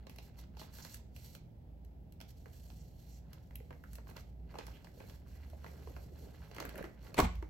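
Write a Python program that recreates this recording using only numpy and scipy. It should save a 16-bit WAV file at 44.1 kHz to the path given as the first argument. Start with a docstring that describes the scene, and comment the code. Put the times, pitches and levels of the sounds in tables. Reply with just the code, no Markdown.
"""Cards slide out of and into the plastic pockets of a ring binder on a desk in a quiet room.
Stick-slip friction makes them hiss and scuff; catching edges and buckling sleeves snap in noise bursts.
The loaded page crinkles as it bends and knocks on the pages below. At last it is turned over and slaps
down: a patter of impacts, a falling whump of squeezed air and the ringing modes of the binder.
Low rumble and hums of the building lie beneath, and the desk and room add echoes."""
import sys
import numpy as np
from scipy import signal
from scipy.fft import rfft, irfft, next_fast_len
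from scipy.io import wavfile

SR = 44100
rng = np.random.default_rng(int(sys.argv[2]) if len(sys.argv) > 2 else 0)


def store_wav(level_fs):
    """Save 16-bit WAV to argv[1]."""
    pcm = np.round(np.clip(np.atleast_2d(level_fs), -1, 1) * 32767)
    wavfile.write(sys.argv[1], SR, pcm.T.astype(np.int16))


N = 330685
TIME = np.arange(N) / SR   # seconds
FFT_SIZE = next_fast_len(N + SR)
FREQS = np.maximum(np.fft.rfftfreq(FFT_SIZE, 1 / SR), 1)   # Hz
CUTOFF_HZ = 15900

# All levels are relative: filters, mixing gains and echoes follow.
# Spectrum of the building's rumble. Each row: frequency in Hz, level in dB per Hz.
ROOM_TONE_SPECTRUM = [(25, -22), (38, -22), (50, -4.5), (66, -9), (90, -9.5), (160, -11), (260, -19.5),
                      (340, -25), (450, -27), (800, -29.5), (1100, -46.5), (2500, -50), (9000, -65.5),
                      (16000, -51.5)]
ROOM_TONE_DB = -55.5
# Likeness of the rumble at the two microphones. 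Each row: frequency in Hz, correlation from 0 to 1.
RUMBLE_LIKENESS = [(50, 0.97), (200, 0.77), (450, 0.47), (900, 0.017)]
# Low hum that sags in pitch. Each row: time in seconds, frequency in Hz, level in dB.
SAGGING_HUM = [(0, 80, -65.5), (2.2, 77.73, -59), (4.2, 75.5, -62), (4.95, 74.06, -65),
               (5.45, 73.05, -50.5), (6.2, 72.16, -54), (6.7, 72.3, -72)]
# Faint steady hums. Each row: frequency in Hz, level in dB.
STEADY_HUMS = [(120, -66.5), (163, -69)]

# A card or page slides over plastic. Each row: start in seconds, length in seconds, level in dB.
SLIDES = [(0.1, 0.1, -74.5), (0.23, 0.041, -65.5), (0.39, 0.021, -65.5), (0.595, 0.057, -60),
          (0.74, 0.067, -58), (0.83, 0.14, -59), (1.165, 0.2, -65.5), (1.245, 0.018, -60),
          (2.29, 0.017, -65.5), (2.53, 0.29, -71), (3.0, 0.19, -70), (3.89, 0.077, -69.5),
          (4.085, 0.026, -65.5), (4.17, 0.038, -65), (4.56, 0.21, -72.5), (4.95, 0.1, -71.5),
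          (5.07, 0.086, -66), (5.28, 0.093, -71.5), (5.66, 0.38, -72.5), (6.19, 0.071, -68.5),
          (6.52, 0.43, -77), (7.03, 0.062, -69)]
# Fingers rest on the page and brush it. Each row: start in seconds, length in seconds, level in dB.
TOUCHES = [(2.368, 0.74, -74.5), (3.3, 1, -80), (4.51, 0.696, -77), (5.29, 1.57, -74), (7.008, 0.51, -79.5)]
SLIDE_ATTACK_S, SLIDE_RELEASE_S = 0.035, 0.026   # time taken to rise or fall by 20 dB
# The sheet bends and crinkles. Each row: peak in seconds, 20 dB rise time in seconds, level in dB.
BENDS = [(0.14, 0.54, -74.5), (0.41, 0.082, -65.5), (0.635, 0.048, -68), (0.82, 0.32, -67.5),
         (2.23, 0.077, -77), (3.34, 0.15, -71), (4.095, 0.031, -63), (4.176, 0.022, -52),
         (4.625, 0.15, -61), (4.71, 0.22, -66.5), (5.04, 0.19, -68), (5.42, 0.66, -72.5),
         (5.67, 0.053, -60.5), (5.84, 0.32, -68.5), (6.28, 1, -70.5), (6.47, 0.25, -69), (6.62, 0.13, -54),
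         (6.79, 0.11, -62), (7.065, 0.12, -59.5)]
# The lifted page sways. Each row: peak in seconds, 20 dB rise time in seconds, level in dB.
SWAYS = [(4.58, 0.46, -71), (5.02, 0.14, -65.5), (5.9, 1, -69), (6.25, 0.093, -64), (6.64, 0.12, -56.5),
         (6.8, 0.12, -54.5), (7.12, 0.2, -66)]
BEND_FALL, SWAY_FALL = 0.91, 1   # fall time as a multiple of the rise time
# Resonances of a loaded sleeve. Each row: frequency in Hz, width in Hz, gain in dB.
SLEEVE_RESONANCES = [(560, 39, -15), (1300, 86, -3), (1900, 300, 6.5), (3920, 120, -12), (5150, 250, -5)]
# Spectrum of sliding. Each row: frequency in Hz, level in dB per Hz.
SLIDE_SPECTRUM = [(200, -8), (700, 1), (1400, -2.5), (2400, 0), (4000, 5), (6000, 4.5), (8000, 2),
                  (10000, 0), (12500, 8.5), (16000, 3.5)]
# Spectrum of crinkling. Each row: frequency in Hz, level in dB per Hz.
CRINKLE_SPECTRUM = [(150, 0), (400, -1.5), (1000, 9), (2100, 9.5), (3000, 3.5), (5000, 0.5), (12000, -8)]
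# Spectrum of swaying. Each row: frequency in Hz, level in dB per Hz.
SWAY_SPECTRUM = [(80, 4.5), (200, 9.5), (400, 8.5), (750, 0), (1200, -32)]

# Reverberation of the room. Each row: frequency in Hz, time to decay by 60 dB in seconds.
ROOM_T60 = [(150, 0.16), (1000, 0.31), (4000, 0.42), (8000, 0.24), (16000, 0.071)]

# A stiff edge catches and clicks. Each row: start in seconds, pitch in Hz, level in dB, sharpness in dB.
CLICKS = [(0.068, 1260, -56.5, -8), (0.096, 2580, -55, 2), (0.16, 1910, -63, 6), (0.185, 2400, -52.5, -3),
          (0.389, 1380, -62, -5), (0.569, 2070, -60.5, -10), (0.595, 1450, -55, -4.5),
          (0.785, 1700, -54, -1), (0.849, 1270, -50, -1), (0.944, 1600, -55.5, 12),
          (1.163, 2430, -56.5, 4.5), (1.35, 3030, -53.5, 2.5), (1.848, 2850, -72.5, 7),
          (2.123, 2820, -68, 9.5), (2.203, 2270, -55.5, -3), (2.212, 3020, -53, 2.5),
          (2.701, 2590, -62, -3.5), (3.331, 1500, -56.5, 4), (3.555, 2600, -61, 8),
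          (3.932, 1690, -60.5, 11), (3.954, 2180, -57.5, 10), (4.098, 1560, -64, 9),
          (4.166, 1270, -51.5, -3), (4.586, 1220, -47, -8.5), (4.667, 1360, -54, 2.5),
          (4.845, 2030, -58, -4), (5.097, 1190, -56.5, -4), (5.5, 1500, -67, 5), (6.513, 1410, -57.5, -7),
          (6.547, 1700, -57, 1.5), (6.564, 1900, -52, -5), (6.601, 1380, -42.5, -4.5),
          (6.692, 1720, -52.5, 1), (6.778, 1810, -58, 8.5), (7.143, 1300, -47.5, -2.5),
          (7.2005, 1130, -34, 2), (7.354, 1990, -62, 0)]
# A pocket buckles with a dull pop. Each row: start in seconds, pitch in Hz, level in dB, depth in dB.
BUCKLES = [(0.614, 1200, -60, 6.5), (2.457, 1900, -63, 2), (3.508, 1800, -66.5, 0.5),
           (3.602, 2250, -70, -1), (3.706, 1680, -60, 5), (3.728, 1860, -64, -1.5),
           (3.838, 1450, -58.5, -6), (3.983, 1360, -62, 3.5), (4.07, 1330, -64.5, 2.5),
           (4.089, 1500, -66, 5.5), (4.11, 1550, -66, 4), (4.541, 1300, -61.5, 5), (4.554, 1150, -59, 4.5),
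           (4.68, 1600, -62, 4), (4.87, 2050, -63, -1), (5.002, 2080, -61, 2.5), (5.015, 1500, -71, 6),
           (5.643, 1500, -55.5, 1), (5.663, 2140, -57, 1), (5.872, 1060, -63.5, 9), (5.964, 1610, -59, 4.5),
           (6.583, 1770, -49.5, 0.5), (6.624, 1480, -51.5, -2), (6.652, 1500, -48.5, -19),
           (6.756, 1810, -54, -16), (6.783, 1410, -58, -5), (6.826, 1480, -54, -11), (6.841, 1500, -53, 1),
           (6.85, 1900, -58.5, 0.5), (7.425, 1160, -57, 2.5)]
# The four ranges a snap excites; band() limits the top edge.
# Each row: low edge in Hz, high edge in Hz, time to decay by 60 dB in seconds, gain in dB.
SNAP_RANGES = [(203, 946, 0.024, -2.5), (1070, 2360, 0.0075, -2.5), (2500, 6070, 0.011, -5.5),
               (9900, 28400, 0.0083, -5)]
# A click in each range. Each row: level in dB, dB gained per dB of sharpness.
CLICK_COLOUR = [(-5.5, -1.03), (-5.5, -0.02), (-3, 0), (-1.5, 1)]
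# A buckle in each range. Each row: level in dB, dB gained per dB of depth.
BUCKLE_COLOUR = [(2, 1.5), (3.5, 0), (-10, 0.5), (-9, -0.5)]

# A fingertip or the bending page knocks hollowly on the pages below.
# Each row: start in seconds, nominal pitch in Hz, level in dB.
KNOCKS = [(0.097, 235, -49), (0.615, 630, -42), (2.464, 425, -51), (3.606, 432, -47.5), (3.712, 486, -47.5),
          (4.112, 202, -46.5), (4.541, 610, -44), (4.555, 767, -37.5), (5.532, 603, -43), (5.874, 363, -44),
          (6.12, 339, -47), (6.579, 302, -46), (6.624, 526, -40.5), (6.657, 260, -47), (6.743, 579, -44),
          (6.781, 540, -39.5), (6.809, 445, -40.5), (6.839, 330, -39.5), (7.425, 315, -38)]
# Plastic scuffs over plastic and sings; the two shortest bursts, near 3.56 s, belong to a bright click.
# Each row: peak in seconds, half-length in seconds, pitch at the peak in Hz, level in dB,
# glide in octaves per second.
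SCUFFS_AND_CLICK = [(0.603, 0.04, 4000, -60.5, -4.5), (0.84, 0.029, 5730, -59, 1.5),
                    (0.942, 0.012, 7200, -60.5, 0.5), (2.716, 0.28, 7200, -78.5, -2),
                    (3.145, 0.068, 6150, -72, -2.5), (3.557, 0.0039, 2530, -59.5, -6),
                    (3.558, 0.0044, 12600, -47, 0), (4.755, 0.056, 2680, -67.5, 2.5),
                    (5.389, 0.089, 1960, -71, 0), (6.79, 0.065, 1780, -62, -1.5)]
# Spectrum of stray sleeve ticks. Each row: frequency in Hz, level in dB per Hz.
STRAY_SPECTRUM = [(300, 8), (1500, -5), (3000, 1.5), (7000, -17), (13000, 4)]

# The page touches crisply, lands flat, then its loose edge follows. Each row: full contact in seconds,
# 20 dB rise time in seconds, time to decay by 60 dB in seconds, level in dB, treble gain in dB.
LANDINGS = [(7.17, 0.0044, 0.05, -47, 13), (7.181, 0.0044, 0.04, -29, 5.5), (7.19, 0.0047, 0.027, -23, 2),
            (7.196, 0.0074, 0.033, -24, -19), (7.203, 0.0089, 0.039, -21, -2),
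            (7.249, 0.029, 0.064, -33.5, 0)]
# Spectrum of the slap. Each row: frequency in Hz, level in dB per Hz.
SLAP_SPECTRUM = [(60, 2), (250, 1.5), (450, 1.5), (750, 0), (1100, -2), (1500, -11), (2100, -9.5),
                 (3200, -16), (5500, -26), (8000, -23.5), (16000, -30.5)]
# Resonances of the stacked pages. Each row: frequency in Hz, width in Hz, gain in dB.
STACK_RESONANCES = [(686, 130, -4.5), (893, 60, -9), (1070, 160, -9), (2140, 200, -2.5)]
# Air squeezed from under the page.
WHUMP_S, WHUMP_RISE_S, WHUMP_T60_S, WHUMP_DB = 7.183, 0.022, 0.21, -26.5
WHUMP_START_HZ, WHUMP_END_HZ, WHUMP_FALL_S = 283, 58.6, 0.0172
# Blows on the binder. Each row: start in seconds, level in dB, contact time in seconds.
THUDS = [(7.226, -25.5, 0.0042), (7.351, -30, 0.015)]
# Modes of the binder on the desk. Each row: frequency in Hz, level in dB, 60 dB decay time in seconds.
BINDER_MODES = [(56, 0.5, 0.41), (79.3, -3, 0.32), (116, -10, 0.26), (182.4, -2.5, 0.224), (232, 2.5, 0.13),
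                (355, -14, 0.31)]

# Stereo balance of hands and building. Each row: frequency in Hz, left minus right in dB.
HANDS_LEAN = [(100, -2), (700, -0.5), (1300, -3), (2300, -2.5), (4000, -9), (5500, -10.5), (7500, -3)]
# Stereo balance of the landing. Each row: frequency in Hz, left minus right in dB.
LANDING_LEAN = [(350, -1.5), (750, 1.5), (1300, 0), (2400, 0), (4400, -5), (7500, -2)]
# Phase between the microphones. Each row: frequency in Hz, lead of the left in radians.
LEFT_PHASE = [(300, 0), (900, -0.91), (5000, 0.04), (7200, 0.7), (8300, 0.58), (9000, 4), (10000, 3),
              (11400, 6), (12300, 5), (14000, 10), (16000, 10.5)]


def from_db(db):
    """Logarithmic level: convert decibels to an amplitude gain."""
    return np.exp(np.maximum(db, -300) * (np.log(10) / 20))


def rms_one(x):
    """Mean power: scale a signal to unit rms."""
    return x / np.sqrt(np.mean(x ** 2) + 1e-20)


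def at_hz(points, hz):
    """Logarithmic pitch: interpolate a table along log frequency."""
    f, value = np.transpose(points)
    return np.interp(np.log(hz), np.log(f), value)


def shaped(x, response):
    """Linear filtering: multiply the spectrum by a frequency response."""
    return irfft(rfft(x, FFT_SIZE) * response, FFT_SIZE)[..., :N]


def coloured(x, spectrum):
    """Spectral colouring: filter by a table of levels and scale to unit rms."""
    return rms_one(shaped(x, from_db(at_hz(spectrum, FREQS))))


def band(x, low, high):
    """Causal band-pass: keep one range of frequencies."""
    edges = [low, min(high, .45 * SR)]
    sos = signal.butter(3, edges, "band", fs=SR, output="sos")
    return signal.sosfilt(sos, x + 1e-18)


def resonance(x, hz, width):
    """Damped resonance: one peak of unit gain, narrower when damping is lighter."""
    return signal.lfilter(*signal.iirpeak(hz, hz / width, fs=SR), x)


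def drift(rate):
    """Random fluctuation: unit-spread values, this many per second, joined by straight lines."""
    knots = rng.standard_normal(N // 40)
    return np.interp(TIME * rate, np.arange(len(knots)), knots)


def glided(x, octaves):
    """Varying playback speed: reading faster raises pitch and advances time together."""
    return np.interp(np.cumsum(2 ** octaves), np.arange(len(x)), x, period=len(x))


def room_tone(drone_hz, drone_db, waver_hz):
    """Partly correlated noise: the building's steady rumble, with a drone wavering by slow modulation."""
    mid, side = rng.standard_normal((2, N))
    alike = np.clip(at_hz(RUMBLE_LIKENESS, FREQS), 0, 1)
    pair = shaped(mid, np.sqrt(1 + alike)) + shaped(side, np.sqrt(1 - alike)) * [[1], [-1]]
    rumble = coloured(pair, ROOM_TONE_SPECTRUM)
    turn = 2 * np.pi * drone_hz * TIME
    drone = rms_one(drift(waver_hz) * np.sin(turn) + drift(waver_hz) * np.cos(turn))
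    return from_db(ROOM_TONE_DB) * rumble + from_db(drone_db) * drone


def hum():
    """Sinusoidal tones: one low hum sags in pitch and swells while the others hold."""
    s, hz, db = np.transpose(SAGGING_HUM)
    phase = 2 * np.pi * np.cumsum(np.interp(TIME, s, hz)) / SR
    sagging = from_db(np.interp(TIME, s, db)) * np.sin(phase)
    steady = sum(from_db(tone_db) * np.sin(2 * np.pi * tone_hz * TIME)
                 for tone_hz, tone_db in STEADY_HUMS)
    return np.sqrt(2) * (sagging + steady)   # peak from rms


def slips(per_s, spread_db, clump_db, clump_rate):
    """Stick-slip: random tiny releases of uneven size, whose level rises and falls in clumps."""
    out = np.zeros(N)
    draw = rng.random(N) * SR / per_s
    clumps = rng.standard_normal(N // 40)
    at = np.flatnonzero(draw < 1)
    chance = 2 * draw[at] - 1   # gives each slip its sign and size
    size_db = spread_db * np.minimum(-np.log(np.abs(chance) + 1e-12), 4)
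    clump = np.interp(TIME[at] * clump_rate, np.arange(len(clumps)), clumps)
    out[at] = np.sign(chance) * from_db(size_db + clump_db * clump)
    return out


def strokes(rows):
    """Friction envelope: each stroke takes hold quickly, holds and lets go; powers add."""
    power = np.zeros(N)
    for s, length, db in rows:
        near = slice(max(int((s - .5) * SR), 0), int((s + length + .5) * SR))
        before = (s - TIME[near]) / SLIDE_ATTACK_S
        after = (TIME[near] - s - length) / SLIDE_RELEASE_S
        outside = np.maximum(np.maximum(before, after), 0)
        power[near] += from_db(db - 20 * outside) ** 2
    return np.sqrt(power)


def swells(rows, fall):
    """Strain envelope: each builds by 20 dB over its rise time, then relaxes; powers add."""
    power = np.zeros(N)
    for s, rise, db in rows:
        near = slice(max(int((s - 1) * SR), 0), int((s + 1) * SR))
        away = np.maximum(s - TIME[near], (TIME[near] - s) / fall) / rise
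        power[near] += from_db(db - 20 * away) ** 2
    return np.sqrt(power)


def sleeve(x, wander_octaves, wander_rate):
    """Plate resonance: sheet and cards add broad peaks, which wander as the pocket opens and closes."""
    rings = sum(from_db(db) * resonance(x, hz, width) for hz, width, db in SLEEVE_RESONANCES)
    return x + glided(rings, wander_octaves * drift(wander_rate))


def crackles(per_s, cycles):
    """Local buckling: a bending sheet pops in many spots, each ringing briefly at its own pitch."""
    pops = np.zeros(N)
    for hz in np.geomspace(550, 4500, num=9):
        spot = slips(per_s=per_s, spread_db=2.5, clump_db=-0.5, clump_rate=0.97)
        pops += resonance(spot, hz, hz / cycles) / np.sqrt(hz)
    return pops * from_db(5.1 * drift(55))   # uneven level


def rubbing():
    """Friction noise: fine slips hiss as a card slides, coarser ones crinkle and rumble as the page bends."""
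    fine = slips(per_s=3600, spread_db=1.7, clump_db=2.5, clump_rate=110)
    hiss = coloured(sleeve(fine, wander_octaves=0.16, wander_rate=9.2), SLIDE_SPECTRUM)
    crinkle = coloured(crackles(per_s=110, cycles=3), CRINKLE_SPECTRUM)
    coarse = slips(per_s=420, spread_db=2.5, clump_db=0.5, clump_rate=92)
    rumble = coloured(coarse, SWAY_SPECTRUM)
    sliding = strokes(SLIDES + TOUCHES) * hiss
    bending = swells(BENDS, BEND_FALL) * crinkle
    swaying = swells(SWAYS, SWAY_FALL) * rumble
    return from_db(-1.0) * sliding + bending + from_db(8.0) * swaying


def room(x, tail_db, desk_db, desk_t60):
    """Reverberation: quick reflections off desk and binder, and a tail whose decay depends on frequency."""
    t = TIME[:SR // 2]
    edges = np.geomspace(100, 16000, num=8)
    white = rng.standard_normal((3, 2, len(t)))   # independent left and right
    tail = 0
    for k, (low, high) in enumerate(zip(edges, edges[1:])):
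        t60 = at_hz(ROOM_T60, np.sqrt(low * high))
        tail = tail + band(white[k % 2], low, high) * from_db(-60 * t / t60)
    tail = tail * (t > .005)
    desk = band(white[2], 386, 8000) * from_db(-60 * t / desk_t60) * (t > .0005)
    echo = (from_db(tail_db) * rms_one(tail) + from_db(desk_db) * rms_one(desk)) / np.sqrt(len(t))
    return signal.fftconvolve(np.atleast_2d(x), echo, axes=1)[:, :N]


def voiced(rows, colour):
    """Spectral balance: give each snap its time, pitch and level in every range."""
    return [(s, hz, *(db + offset + slope * amount for offset, slope in colour))
            for s, hz, db, amount in rows]


def snaps(rattle_db, rattle_stretch, rise_share, width_hz, dull_db, apart_db):
    """Impulsive release: noise bursts decay range by range around a pitch, and the card rattles faintly."""
    out, t = np.zeros((2, N + SR)), TIME[:SR // 8]
    for s, hz, *levels in voiced(CLICKS, CLICK_COLOUR) + voiced(BUCKLES, BUCKLE_COLOUR):
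        shared, *own = rng.standard_normal((3, len(t)))
        noise = shared + from_db(apart_db) * np.array(own)   # the sheet radiates differently to each side
        at = int(s * SR)
        for k, (low, high, t60, gain_db) in enumerate(SNAP_RANGES):
            age = t / t60
            rattle = from_db(rattle_db - 60 * age / rattle_stretch)
            decay = from_db(-60 * age) + rattle
            rise = 1 - np.exp(-age / rise_share)
            burst = band(noise * decay * rise, low, high)
            if k == 1:   # this range rings at the snap's pitch
                burst = resonance(burst, hz, width_hz) + from_db(dull_db) * burst
            burst = burst / burst[:, :SR // 100].std()
            out[:, at:at + len(t)] += from_db(levels[k] + gain_db) * burst
    return out[:, :N]


def knocks(cycles, sag, overtone, overtone_db):
    """Damped oscillation: the pages lose 60 dB in a set number of cycles, sagging in pitch as they give."""
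    out, t = np.zeros(N + SR), TIME[:SR // 8]
    for s, hz, db in KNOCKS:
        age = t * hz / cycles
        bent_hz = hz * (1 + sag * (np.exp(-3 * age) - .5))
        turn = 2 * np.pi * np.cumsum(bent_hz) / SR
        ring = np.sin(turn) + from_db(overtone_db - 16 * age) * np.sin(overtone * turn)
        rise = 1 - np.exp(-t * hz * 2)
        out[int(s * SR):][:len(t)] += from_db(db - 60 * age) * rise * ring
    return out[:N]


def scuffs_and_click(relative_width):
    """Resonant bursts: slips in a narrow gliding band sing as plastic scuffs, or brighten one click."""
    out = np.zeros(N)
    grain = slips(per_s=2900, spread_db=4.0, clump_db=6.5, clump_rate=46)
    for s, half_length, hz, db, glide in SCUFFS_AND_CLICK:
        span = np.abs(TIME - s) < half_length
        sung = band(grain[span], hz / (1 + relative_width), hz * (1 + relative_width))
        gliding = rms_one(glided(sung, glide * (TIME[span] - s)))
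        out[span] += from_db(db) * gliding * np.hanning(len(sung))
    return out


def stray_ticks(per_s, spread_db, t60, level_db):
    """Random impulses: sleeves tick faintly, as decaying noise, while fingers are on the page."""
    t = TIME[:SR // 30]
    tick = rms_one(rng.standard_normal(len(t)) * from_db(-60 * t / t60))
    ticks = signal.fftconvolve(slips(per_s, spread_db, 0, 1), tick)[:N]
    return from_db(level_db) * strokes(TOUCHES) * coloured(ticks, STRAY_SPECTRUM)


def page_slap(apart_db, treble_hz):
    """Distributed impact: pocket after pocket meets and rings the stack, its upper patter differing by side."""
    shared, *own = [slips(per_s=12000, spread_db=1.0, clump_db=1.8, clump_rate=230) for _ in range(3)]
    patter = shared + from_db(apart_db) * band(np.array(own), 510, CUTOFF_HZ)
    rings = sum(from_db(db) * resonance(patter, hz, width) for hz, width, db in STACK_RESONANCES)
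    patter = coloured(patter + rings, SLAP_SPECTRUM)
    treble = shaped(patter, 1 / (1 + (treble_hz / FREQS) ** 6))
    slap = np.zeros((2, N))
    for s, rise, t60, db, treble_db in LANDINGS:
        away_db = np.maximum(20 * (s - TIME) / rise, 60 * (TIME - s) / t60)
        slap += from_db(db - away_db) * (patter + (from_db(treble_db) - 1) * treble)
    return slap


def whump():
    """Air cushion: the squeezed layer collapses, giving a decaying tone whose pitch falls fast."""
    t = np.maximum(TIME - WHUMP_S, 0)
    hz = WHUMP_END_HZ + (WHUMP_START_HZ - WHUMP_END_HZ) * np.exp(-t / WHUMP_FALL_S)
    tone = np.sin(2 * np.pi * np.cumsum(hz * (t > 0)) / SR)
    return from_db(WHUMP_DB - 60 * t / WHUMP_T60_S) * (1 - np.exp(-t / WHUMP_RISE_S)) * tone


def binder_thud():
    """Modal excitation: the page's weight rings the binder, and slower contact favours the lowest modes."""
    out = np.zeros(N)
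    for s, db, contact in THUDS:
        t = TIME[TIME >= s] - s
        modes = np.zeros(len(t))
        for hz, mode_db, t60 in BINDER_MODES:
            softening = (1 + (hz * contact / 2) ** 2) ** 2
            modes += from_db(db + mode_db - 60 * t / t60) * np.sin(2 * np.pi * hz * t) / softening
        out[N - len(t):] += modes * (1 - np.exp(-t / contact))
    return out


def placed(x, lean):
    """Interchannel level difference: split each frequency's balance evenly between the two sides."""
    return shaped(x, from_db(np.array([[.5], [-.5]]) * at_hz(lean, FREQS)))


def scene():
    """Superposition: hands and building lean right; the landing is more central, its treble to the right."""
    hands = rubbing() + scuffs_and_click(relative_width=0.27)
    hands = hands + snaps(rattle_db=-16.5, rattle_stretch=9.4, rise_share=0.029,
                          width_hz=720, dull_db=-28, apart_db=3.0)
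    hands = hands + knocks(cycles=20.6, sag=0.32, overtone=1.56, overtone_db=-14.5)
    hands = hands + stray_ticks(per_s=21, spread_db=0.0, t60=0.0078, level_db=-8.0)
    hands = hands + room(hands, tail_db=-8.0, desk_db=-8.5, desk_t60=0.014)
    landing = page_slap(apart_db=-3.0, treble_hz=1500) + whump() + binder_thud()
    landing = landing + room(landing, tail_db=-11.5, desk_db=-17.5, desk_t60=0.015)
    building = room_tone(drone_hz=58.3, drone_db=-55, waver_hz=7) + hum()
    return placed(hands + building, HANDS_LEAN) + placed(landing, LANDING_LEAN)


def record(dry):
    """Microphone coupling: around 7 kHz the left gives way to a phase-shifted right; the top is cut."""
    shared = np.clip((FREQS - 6500) / 1200, 0, 1)
    left = shaped(dry[0], 1 - shared) + shaped(dry[1], shared)
    left = shaped(left, np.exp(1j * at_hz(LEFT_PHASE, FREQS)))
    low_pass = signal.ellip(10, .2, 70, CUTOFF_HZ, fs=SR, output="sos")   # ripple and stop-band in dB
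    return signal.sosfilt(low_pass, np.array([left, dry[1]]))


dry = scene()
out = record(dry)
store_wav(out)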